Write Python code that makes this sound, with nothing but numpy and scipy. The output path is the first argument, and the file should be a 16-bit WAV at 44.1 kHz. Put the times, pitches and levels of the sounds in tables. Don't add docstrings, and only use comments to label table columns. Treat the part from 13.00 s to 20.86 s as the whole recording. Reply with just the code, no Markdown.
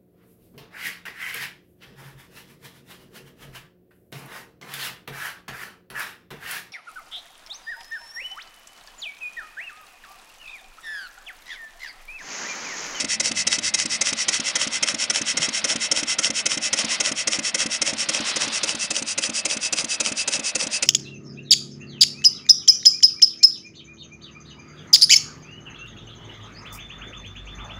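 import sys
import numpy as np
from scipy import signal
from scipy.fft import rfft, irfft
from scipy.io import wavfile
from scipy.ndimage import uniform_filter1d

SR = 44100
rng = np.random.default_rng(int(sys.argv[2]) if len(sys.argv) > 2 else 0)


def transcribe(signal):
    frames = np.atleast_2d(signal).T
    limited = np.clip(frames, -1, 1)
    pcm = np.round(limited * 32767).astype(np.int16)
    wavfile.write(sys.argv[1], SR, pcm)


N = 346626
TAPS = 4096
TIME = np.arange(N) / SR
BINS_HZ = np.maximum(np.arange(TAPS // 2 + 1) * SR / TAPS, 1)

START_TURNS, CLACK_TURNS, THUMP_TURNS = .2357, .1954, .3976
FLOW_SCATTER_DB, BLOW_SCATTER_DB = 0.66, 1.06
RETURN_DB = 0.02
RUSTLE_REST_DB = -47

# time_s, speed_rpm
SPEED = [(0, 222.76), (1.1, 220.67), (4.8, 220.87), (6.3, 219.63), (6.9, 217.59), (7.86, 219.28)]
# time_s, position (0 front, 1 side, 2 valve chest; fades beyond 2)
VIEW = [(0, 0.32), (1.0, 0.16), (1.6, 0.98), (5.2, 1.23), (5.9, 1.92), (7.86, 2.35)]

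# centre_hz, width_hz, front_db, side_db, valve_chest_db
PUFF_RESONANCES = [(1413, 266, 7, 13, 9.5), (2045, 480, 18, 21, 10.5), (2608, 410, 12, 13, 20),
                   (3176, 260, 6.5, 15, 5), (3855, 66, 14.5, 7, 6), (4700, 300, 3, -5.5, -2),
                   (5150, 190, 3, 4.5, 5.5), (5510, 210, -1.5, 6.5, -18), (6420, 280, 6.5, 4.5, 1),
                   (7040, 310, 0.5, -2.5, -1), (7700, 170, 5.5, -6, -4)]
# centre_hz, width_hz, front_db, side_db, valve_chest_db
HISS_RESONANCES = [(1460, 330, 3, 9.7, 5.5), (2030, 290, 18.2, 16.8, 8), (2620, 244, 10.7, 11.3, 18),
                   (3165, 580, 5.3, 12.4, 7.9), (3864, 120, 12, 9.9, 11), (4446, 110, 14.7, 9.5, 9.5),
                   (4880, 490, 7.4, 1.2, 12.6), (5465, 710, 10.3, 13, 5.5), (5950, 226, 6.8, 0.77, 9.3),
                   (6650, 440, 3.3, 4.7, 5.1), (7020, 140, 4, 1.9, 4.5), (8200, 520, 4.1, 1.9, 6.8),
                   (9310, 370, 2.5, 4.1, 11.4), (9750, 140, 2.7, 6.1, 6.2)]
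# freq_hz, relative_db
PUFF_COLOUR = [(100, -31.5), (350, -15.5), (700, -12.5), (1000, -15), (1700, -20.5), (2500, -19.5),
               (4200, -7), (5800, 3), (7500, -3), (9900, -10.5)]
# freq_hz, relative_db
HISS_COLOUR = [(100, -15.5), (350, -17.5), (700, -29), (1000, -15), (1700, -12.5), (2500, -9), (4200, -8.5),
               (5800, -1.5), (7500, -2), (9900, -10.5)]
# time_s, level_db
SHARP_LEVEL = [(0, -16), (.75, -14), (2.3, -15.5), (3.3, -14), (4.55, -15), (5.3, -17), (6.45, -16.5),
               (7.86, -12)]
# time_s, level_db
WEAK_LEVEL = [(0, -21.5), (1.3, -20.5), (1.7, -23), (4.6, -21), (4.95, -27), (6.3, -24), (6.6, -22),
              (7.86, -20.6)]
# time_s, level_db
HISS_LEVEL = [(0, -20.5), (1.9, -22.5), (3.1, -21), (4.7, -22), (5.3, -23.5), (6.5, -23.5), (7.86, -19.5)]

# freq_hz, relative_db
SLIDE_COLOUR = [(25, -35.5), (60, 1.5), (110, -11), (220, 8), (400, 1.5), (560, 13.5), (900, 6),
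                (1700, 5.5), (2600, 8), (4200, 2.5), (6000, -44.5), (10000, -24.5)]
# time_s, level_db
SLIDE_LEVEL = [(0, -45), (2.5, -41.5), (5, -43), (6, -45), (7.86, -42.5)]
# freq_hz, relative_db
FRAME_COLOUR = [(50, -22.0), (150, 0.5), (250, 4), (410, -4.5), (560, 9.5), (800, -2.5),
                (1500, -4.0), (4000, -25)]
# time_s, level_db
FRAME_LEVEL = [(0, -22), (.6, -30.5), (1.3, -30.5), (1.8, -25), (3.7, -23), (5.3, -21), (6, -23),
               (7.86, -23)]

# freq_hz, relative_db
BENCH_COLOUR = [(30, -25.5), (80, -19.5), (101, -4.5), (122, -24), (185, -5), (223, -3), (260, -13.5),
                (600, -42.5)]
# time_s, level_db
BENCH_LEVEL = [(0, -47.5), (.9, -50), (1.5, -57.5), (5.6, -56), (7.86, -58)]

# freq_hz, relative_db
RUSTLE_COLOUR = [(60, -36.5), (160, 2), (400, 3.5), (1100, 11), (1800, 11), (3600, 14), (5000, 12.5),
                 (7000, -9), (10000, -8)]
# peak_s, half_length_s (to 1/e), level_db
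MOVES = [(1.502, 0.46, -40.5), (2.557, .25, -39.5), (3.887, .13, -34.5), (5.385, 0.33, -32)]

# freq_hz, t60_s, relative_db
THUMP_MODES = [(111, 0.031, -30), (168.5, 0.18, -21), (228.6, 0.095, 1), (282.5, 0.058, 9.5),
               (571, 0.084, 1.5)]
# freq_hz, t60_s, relative_db
KNOCK_MODES = [(219, 0.077, -11), (307, 0.072, -2), (451, 0.032, 0), (536, 0.061, 7), (705, 0.04, -9.5),
               (920, .02, -11)]
# time_s, level_db
THUMP_LEVEL = [(0, -23.5), (.75, -26.5), (1.4, -24), (5.2, -22.5), (5.7, -24.5), (7.86, -26.5)]

# angle_turns, level_db (against the main clack)
CONTACTS = [(.158, -7), (CLACK_TURNS, 0), (.415, -11), (.63, -13)]
# freq_hz, relative_db
CLACK_COLOUR = [(100, -19), (500, -10), (900, -0.5), (1600, 2.5), (2400, 6), (3200, 12.5), (4000, 3),
                (5200, 9), (6500, 6.5), (10000, -2)]
# time_s, level_db
CLACK_LEVEL = [(0, -13.5), (2.8, -14.5), (3.5, -18), (3.8, -14.5), (7.86, -17.5)]

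# time_s, level_db
GRIP = [(2.345, -34), (2.40, -33), (2.43, -48)]
# freq_hz, t60_s, relative_db
GRIP_MODES = [(117, 0.13, -1), (158.6, 0.087, 6), (232, 0.043, 9), (353, 0.044, 1)]

# freq_hz, gain_db
WALL_COLOUR = [(100, 0), (2500, 5.5), (5000, -41.5), (10000, -14.5)]


def undb(db):
    return 10 ** (np.asarray(db) / 20)


def curve(rows):
    return np.interp(TIME, *np.transpose(rows))


def colour(points):
    freq_hz, db = np.transpose(points)
    return np.interp(np.log(BINS_HZ), np.log(freq_hz), db)


def response(db):
    cepstrum = irfft(np.log(undb(db)))
    cepstrum[1:TAPS // 2] *= 2
    cepstrum[TAPS // 2 + 1:] = 0
    return irfft(np.exp(rfft(cepstrum)))


def unit(h):
    return h / np.sqrt(np.sum(h ** 2))


def through(x, h):
    return signal.oaconvolve(x, h)[:N]


def walk(rate_hz):
    hold = max(int(SR / rate_hz), 1)
    steps = np.repeat(rng.standard_normal(N // hold + 1), hold)
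    wander = uniform_filter1d(steps, hold)[:N]
    return wander / wander.std()


def turbulence(flutter_db, rate_hz):
    return rng.standard_normal(N) * undb(flutter_db * walk(rate_hz))


def add(out, start_s, sound):
    i = int(start_s * SR)
    if 0 <= i < N:
        out[i:i + len(sound)] += sound[:N - i]


def crank():
    return START_TURNS + np.cumsum(curve(SPEED)) / (60 * SR)


def each_turn(angle, at_turns, level):
    passes = np.arange(np.ceil(angle[0] - at_turns), angle[-1] - at_turns)
    time_s = np.interp(passes + at_turns, angle, TIME)
    scatter_db = BLOW_SCATTER_DB * rng.standard_normal(len(time_s))
    level_db = np.interp(time_s, *np.transpose(level)) + scatter_db
    return np.column_stack([time_s, level_db])


def port(angle, centre, opening, closing, steep, fade):
    turn = np.round(angle - centre)
    offset = angle - centre - turn
    rise = np.abs(offset / opening) ** steep
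    fall = np.abs(offset / closing) ** fade
    flow = np.exp(-np.where(offset < 0, rise, fall))
    scatter_db = FLOW_SCATTER_DB * rng.standard_normal(int(angle[-1]) + 2)
    return flow * undb(scatter_db[turn.astype(int)])


def passages(jet, points, resonances):
    view, out = curve(VIEW), 0
    centre_hz, width_hz, *views_db = np.transpose(resonances)
    bells = 1 / (1 + (2 * (BINS_HZ[:, None] - centre_hz) / width_hz) ** 2)
    for position, peak_db in enumerate(views_db):
        share = np.maximum(1 - np.abs(view - position), 0)
        heard = through(jet, unit(response(colour(points) + bells @ peak_db)))
        out = out + share * heard
    return out


def exhaust(angle):
    sharp = port(angle, centre=-.004, opening=.024, closing=.033, steep=4.2, fade=2)
    weak = port(angle, centre=.413, opening=.012, closing=.026, steep=2.6, fade=2.4)
    first = port(angle, centre=.215, opening=.102, closing=.114, steep=2.2, fade=3.1)
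    second = port(angle, centre=.695, opening=.121, closing=.117, steep=2.7, fade=3.1)
    puff_jet = turbulence(flutter_db=.7, rate_hz=700)
    stroke_jet = turbulence(flutter_db=.9, rate_hz=450)
    puffs = undb(curve(SHARP_LEVEL)) * sharp + undb(curve(WEAK_LEVEL)) * weak
    strokes = undb(curve(HISS_LEVEL)) * (first + undb(RETURN_DB) * second)
    puff_sound = passages(puffs * puff_jet, PUFF_COLOUR, PUFF_RESONANCES)
    hiss_sound = passages(strokes * stroke_jet, HISS_COLOUR, HISS_RESONANCES)
    return puff_sound + hiss_sound


def sliding(angle, loaded_db, rumble_db):
    friction = turbulence(flutter_db=1.2, rate_hz=160)
    rub = through(friction, unit(response(colour(SLIDE_COLOUR)))) * undb(curve(SLIDE_LEVEL))
    first = port(angle, centre=0.2176, opening=0.029, closing=0.15, steep=5.4, fade=1.3)
    second = port(angle, centre=.745, opening=0.021, closing=0.037, steep=2.4, fade=1.2)
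    load = undb(loaded_db) * first + undb(rumble_db) * second
    shaking = load * undb(curve(FRAME_LEVEL)) * rng.standard_normal(N)
    return rub + through(shaking, unit(response(colour(FRAME_COLOUR))))


def bench():
    drone = through(rng.standard_normal(N), unit(response(colour(BENCH_COLOUR))))
    return drone * undb(curve(BENCH_LEVEL))


def rustle():
    swell = undb(RUSTLE_REST_DB)
    for peak_s, half_s, level_db in MOVES:
        swell = swell + undb(level_db) * np.exp(-((TIME - peak_s) / half_s) ** 2)
    rubbing = turbulence(flutter_db=2.2, rate_hz=210)
    return through(rubbing, unit(response(colour(RUSTLE_COLOUR)))) * swell


def blows(events, modes, gain_db, lead_s, push_s, chatter):
    out, t = np.zeros(N), TIME[:2 * TAPS]
    for time_s, level_db in events:
        push = t / push_s * np.exp(-t / push_s) * (1 + chatter * rng.standard_normal(len(t)))
        detune = 1 + .012 * rng.standard_normal(len(modes))
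        ring = np.zeros(len(t))
        for (freq_hz, t60_s, mode_db), ratio in zip(modes, detune):
            decay = np.exp(-np.log(1000) * t / t60_s)
            ring += undb(mode_db) * decay * np.cos(2 * np.pi * freq_hz * ratio * t)
        blow = signal.fftconvolve(push, ring)[:len(t)]
        add(out, time_s - lead_s, undb(level_db + gain_db) * blow / np.abs(blow).max())
    return out


def bearings(angle):
    knocks = each_turn(angle, 0, FRAME_LEVEL)
    bumps = each_turn(angle, 0, THUMP_LEVEL)
    thumps = each_turn(angle, THUMP_TURNS, THUMP_LEVEL)
    bump = blows(bumps, THUMP_MODES, gain_db=-10.5, lead_s=.012, push_s=.001, chatter=.4)
    knock = blows(knocks, KNOCK_MODES, gain_db=0.5, lead_s=-0.0011, push_s=0.00025, chatter=0.54)
    thump = blows(thumps, THUMP_MODES, gain_db=0, lead_s=0.0023, push_s=0.00056, chatter=.7)
    light_knock = blows(thumps, KNOCK_MODES, gain_db=-9, lead_s=-0.00077, push_s=0.00023, chatter=0.64)
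    return bump + knock + thump + light_knock


def valve_gear(angle, contact_s, tail_db, tail_s):
    out, t = np.zeros(N), TIME[:TAPS]
    hit = t / contact_s * np.exp(1 - t / contact_s)
    envelope = hit + undb(tail_db) * np.exp(-t / tail_s)
    for at_turns, contact_db in CONTACTS:
        for time_s, level_db in each_turn(angle, at_turns, CLACK_LEVEL):
            burst = envelope * rng.standard_normal(TAPS)
            add(out, time_s - contact_s, undb(level_db + contact_db) * burst)
    return through(out, unit(response(colour(CLACK_COLOUR))))


def grip():
    return blows(GRIP, GRIP_MODES, gain_db=6, lead_s=0.0047, push_s=0.0056, chatter=7.2)


def room(x, wet_db, t60_s):
    t = TIME[:4 * TAPS]
    decay = np.exp(-np.log(1000) * t / t60_s)
    tail = rng.standard_normal(len(t)) * decay * (t > .006)
    walls = response(colour(WALL_COLOUR))
    return x + undb(wet_db) * through(through(x, unit(tail)), walls)


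def scene():
    angle = crank()
    engine = exhaust(angle) + sliding(angle, loaded_db=-13, rumble_db=-18.5) + bearings(angle)
    engine = engine + valve_gear(angle, contact_s=0.001102, tail_db=-23, tail_s=0.0047)
    return (room(engine, wet_db=-12, t60_s=0.23) + bench() + rustle() + grip())[None]


def record(dry):
    bass_cut = signal.butter(2, 43, "high", fs=SR, output="sos")
    top_cut = signal.ellip(12, .2, 75, 10080, fs=SR, output="sos")
    return signal.sosfilt(top_cut, signal.sosfilt(bass_cut, dry))


dry = scene()
out = record(dry)
transcribe(out)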